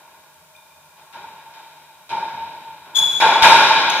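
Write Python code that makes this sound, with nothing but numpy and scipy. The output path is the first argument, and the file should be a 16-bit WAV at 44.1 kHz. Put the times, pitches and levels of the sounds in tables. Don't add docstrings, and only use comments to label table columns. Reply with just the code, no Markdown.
import sys
import numpy as np
from scipy import signal
from scipy.fft import rfft, irfft
from scipy.io import wavfile
from scipy.ndimage import uniform_filter1d

SR = 44100
rng = np.random.default_rng(int(sys.argv[2]) if len(sys.argv) > 2 else 0)


def inscribe(sig):
    pcm = np.round(np.clip(np.atleast_2d(sig).T, -1, 1) * 32767)
    wavfile.write(sys.argv[1], SR, pcm.astype(np.int16))


def boost(x):
    u = np.asarray(x, float) / 20
    return 10 ** u


N = 176400

# (time [s], level [dB], contact brightness [Hz], boom [dB re
# blow], hollow ring [dB re blow])
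BLOWS = [
    (-.3, -40.5, 1500, -9.5, -27),
    (.965, -50, 2500, -10.5, -22),
    (1.127, -38, 2500, -12.5, 2),
    (1.531, -46, 6000, -18, 6),
    (2.093, -29, 2500, -10.5, 11),
    (2.849, -53, 1500, 6, -8),
    (2.956, -33.5, 2500, -7, -38),
    (3.202, -8, 2000, -52, -1),
    (3.423, -5.5, 4000, -38, -4),
]


def set_rms(x, db):
    return x * boost(db) / np.sqrt(np.mean(x ** 2))


def along(table, hz, axis=1):
    table = np.array(table)
    return np.interp(np.log(hz + 1), np.log(table[:, 0]), table[:, axis])


def walk(rate_hz, size):
    k = max(int(SR / rate_hz), 1)
    noise = rng.standard_normal(size + 4 * k)
    smooth = uniform_filter1d(uniform_filter1d(noise, k), k)
    return smooth[2 * k:2 * k + size] * np.sqrt(1.5 * k)


def band_noise(low_hz, high_hz):
    band = signal.butter(2, [low_hz, high_hz], "band", fs=SR, output="sos")
    return signal.sosfilt(band, rng.standard_normal((2, N)))


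def add(out, x, s):
    i = int(s * SR)
    x = x[:, max(-i, 0):N - i]
    out[:, max(i, 0):max(i, 0) + x.shape[1]] += x


def room_air():
    tilt_hz, level_db, swell_db = 1500, -37, 1
    pole = np.exp(-2 * np.pi * tilt_hz / SR)
    air = signal.lfilter([1], [1, -pole], rng.standard_normal((2, N)))
    return set_rms(air, level_db) * boost(swell_db * walk(4, size=N))


def floor_rumble():
    # (centre [Hz], width [Hz], level [dB])
    rumble = [(84, 22, -77.5), (158.5, 48, -73)]
    # (centre [Hz], width [Hz], level [dB])
    drones = [(151.8, 12, -72), (625, 42, -64)]
    # (time [s], swell over rumble [dB])
    steps = [
        (.35, 3.5),
        (.74, 0),
        (1.15, 13.5),
        (2.1, 22),
        (2.33, 22.5),
        (2.65, 16),
        (2.96, 26),
        (3.12, 15),
    ]
    rise_s, fall_s = 0.03, 0.12
    t = np.arange(N) / SR
    swell = 1
    for s, db in steps:
        late = np.maximum(t - s, 0)
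        swell = swell + boost(db) * (1 - np.exp(-late / rise_s)) * np.exp(-late / fall_s)

    def hum(rows):
        return sum(set_rms(band_noise(f - w / 2, f + w / 2), db) for f, w, db in rows)

    return swell * hum(rumble) + hum(drones)


def blow(db, bright_hz, boom_db, ring_db):
    boom_hz, ring_hz, ring_t60_s = 185, 922.6, 0.035
    t = np.arange(2048) / SR

    def push(hz):
        return np.exp(-2 * np.pi * hz * t) * 2 * np.pi * hz / SR

    recoil = push(boom_hz / 2)
    contact = push(bright_hz) - recoil
    boom = boost(boom_db + 26) * (push(boom_hz) - recoil)
    ring = np.sin(2 * np.pi * ring_hz * t) * boost(-60 * t / ring_t60_s)
    ring = ring * 2 * np.log(1000) / ring_t60_s / SR
    return boost(db) * 100 * (contact + boom + boost(ring_db) * ring)


def court(first):
    # (frequency [Hz], t60 [s], build-up [s])
    decay = [(60, 0.3, 0.01), (201, 2.9, 0.02), (850, 2.08, 0.021), (2000, 3.06, 0.0045),
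             (4000, 3.68, 0.0032), (7700, 1.57, 0.0034), (11100, 1.51, 0.002)]
    # (delay [s], level [dB], thinness [0-1])
    echoes = [(0, 5, 0.7), (.008, -14, 0.6), (.016, 2, .8), (0.028, -2, 0)]
    early_db, early_s, direct_s, hop = -9, 0.15, 0.001, 64
    hz = np.fft.rfftfreq(4 * hop, 1 / SR)[:, None]
    t = np.arange(N // hop + 4) * hop / SR
    rise = 1 - np.exp(-(t / along(decay, hz, axis=2)) ** 2)
    early = 1 + boost(early_db) * np.exp(-t / early_s)
    shape = rise * early * boost(-60 * t / along(decay, hz))
    chance = rng.standard_normal((2, 2) + shape.shape)
    spectrum = shape * (chance[0] + 1j * chance[1])
    tail = signal.istft(spectrum, nperseg=4 * hop, noverlap=3 * hop)[1][:, :N]
    tail = tail / np.sqrt(np.sum(tail ** 2) / 2 * 0.01)
    if first:
        for s, db, thin in echoes:
            burst = rng.standard_normal((2, 1024)) * np.exp(-np.arange(1024) / SR / direct_s)
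            burst = signal.lfilter([1, -thin], [1], burst)
            add(tail, boost(db) * burst / np.sqrt(direct_s * SR / 2), s)
    return tail


def squeak(length_s, hz, db, over_db, scrape_db):
    wobble_share, chatter_db, upper_db = 0.017, 2.5, -17
    rise_s, fall_s, scrape_low_hz = 0.013, 0.003, 6000
    t = np.arange(int((length_s + 0.01) * SR)) / SR
    wobble = walk(150, size=len(t))
    pitch_hz = hz * (1 + wobble_share * (wobble - wobble.mean()))
    phase = 2 * np.pi * np.cumsum(pitch_hz) / SR
    overtones = np.sin(2 * phase) + boost(upper_db) * (np.sin(3 * phase) + np.sin(4 * phase))
    attack = np.clip(t / min(rise_s, length_s / 3), 0, 1)
    release = np.clip((length_s + fall_s - t) / fall_s, 0, 1)
    high = signal.butter(2, scrape_low_hz, "high", fs=SR, output="sos")
    scrape = boost(scrape_db) * signal.sosfilt(high, rng.standard_normal(len(t)))
    chatter = boost(chatter_db * walk(200, size=len(t)))
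    tone = np.sin(phase) + boost(over_db) * overtones
    return boost(db + 15) * chatter * attack * release * (tone + scrape)


def wall_thud():
    centre_hz, t60_s, level_db = 65, 0.6, -38
    t = np.maximum(np.arange(N) / SR - BLOWS[-1][0], 0)
    shake = band_noise(centre_hz / 2, centre_hz * 1.45)
    return set_rms(shake, level_db) * (t > 0) * boost(-60 * t / t60_s)


def ringing(x, peaks, shell):
    # (centre [Hz], width [Hz])
    notches = [(1225, 38), (7650, 570), (9700, 110), (11800, 280), (12800, 120)]
    depth = 0.85
    hz = np.fft.rfftfreq(16384, 1 / SR)
    gain = boost(along(shell, hz))
    for f, w, db in peaks:
        gain = gain + boost(db) / (1 + (2 * (hz - f) / w) ** 2)
    for f, w in notches:
        gain = gain * (1 - depth / (1 + (2 * (hz - f) / w) ** 2))
    cepstrum = irfft(np.log(gain))
    cepstrum = np.concatenate([cepstrum[:1], 2 * cepstrum[1:8192], np.zeros(8192)])
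    impulse = irfft(np.exp(rfft(cepstrum)))[:8192]
    return signal.fftconvolve(x, impulse)[:N]


def housing(sound):
    # (centre [Hz], width [Hz], level [dB])
    peaks_mid = [(161, 20, -36.5), (386, 130, -34.5), (623.5, 86, -23), (909.8, 95.4, -3.5),
                 (1069, 103, -15), (1429.6, 105, -14.5), (1621.5, 97, -16.5), (2403, 214, -16.5),
                 (3130, 640, -26.5), (3810, 240, -18), (5190, 280, -36), (6296, 170, -55.5)]
    peaks_side = [(885, 53, -23), (2100, 200, -27), (2500, 66, -46), (3740, 220, -18.5), (5060, 250, -24.5),
                  (6340, 400, -35.5), (8860, 300, -31.5)]
    # (frequency [Hz], level [dB])
    shell_mid = [(30, -89), (120, -39.5), (700, -26.5), (1220, -26.5), (2000, -28.5), (4500, -36.5),
                 (8000, -35), (15000, -43.5)]
    shell_side = [(30, -76), (300, -60.5), (1300, -29.5), (4300, -27), (7600, -35), (15000, -43.5)]
    lag = 0.29 * signal.hilbert(sound[0]).imag
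    return ringing(sound[0], peaks_mid, shell_mid), ringing(sound[1] + lag, peaks_side, shell_side)


def scene():
    squeak_starts_s = [.548, .56, 2.946, 3.898]
    # (length [s], pitch [Hz], level [dB], overtones [dB re tone], scrape [dB re tone])
    squeaks = [
        (0.0058, 2439, -40.5, -20, 4),
        (0.0065, 3600, -40.5, -20, 11),
        (0.051, 3430, -4.5, -0.5, -3),
        (0.0064, 3200, -17.5, 10, 12.5),
    ]
    squeak_wet_db, squeak_side = -18, 0.5
    out = room_air()
    for s, *how in BLOWS:
        add(out, signal.fftconvolve(court(first=True), blow(*how)[None], axes=1), s)
    for s, how in zip(squeak_starts_s, squeaks):
        sound = squeak(*how) * np.array([[1], [squeak_side]])
        add(out, np.array([sound[0], signal.hilbert(sound[1]).imag]), s)
        add(out, boost(squeak_wet_db) * signal.fftconvolve(court(first=False), sound, axes=1), s)
    low = wall_thud() + floor_rumble()
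    mid, side = housing(out)
    mid, side = mid + low[0], side + 0.2 * low[1]
    return np.array([mid + side, mid - side])


def low_pass(x):
    return signal.sosfilt(signal.butter(12, 16240, fs=SR, output="sos"), x)


def record(dry):
    hiss_db, hiss_side_db, hiss_low_hz = -57, 2.5, 278
    top_hz, clip = 15300, 0.995
    high = signal.butter(1, hiss_low_hz, "high", fs=SR, output="sos")
    hiss = set_rms(signal.sosfilt(high, rng.standard_normal((2, N))), hiss_db)
    hiss = hiss * np.array([[1], [boost(hiss_side_db)]])
    mix = dry + np.array([hiss[0] + hiss[1], hiss[0] - hiss[1]])
    mix = signal.sosfilt(signal.ellip(8, 0.2, 70, top_hz, fs=SR, output="sos"), mix)
    return low_pass(np.clip(mix, -clip, clip))


dry = scene()
out = record(dry)
inscribe(out)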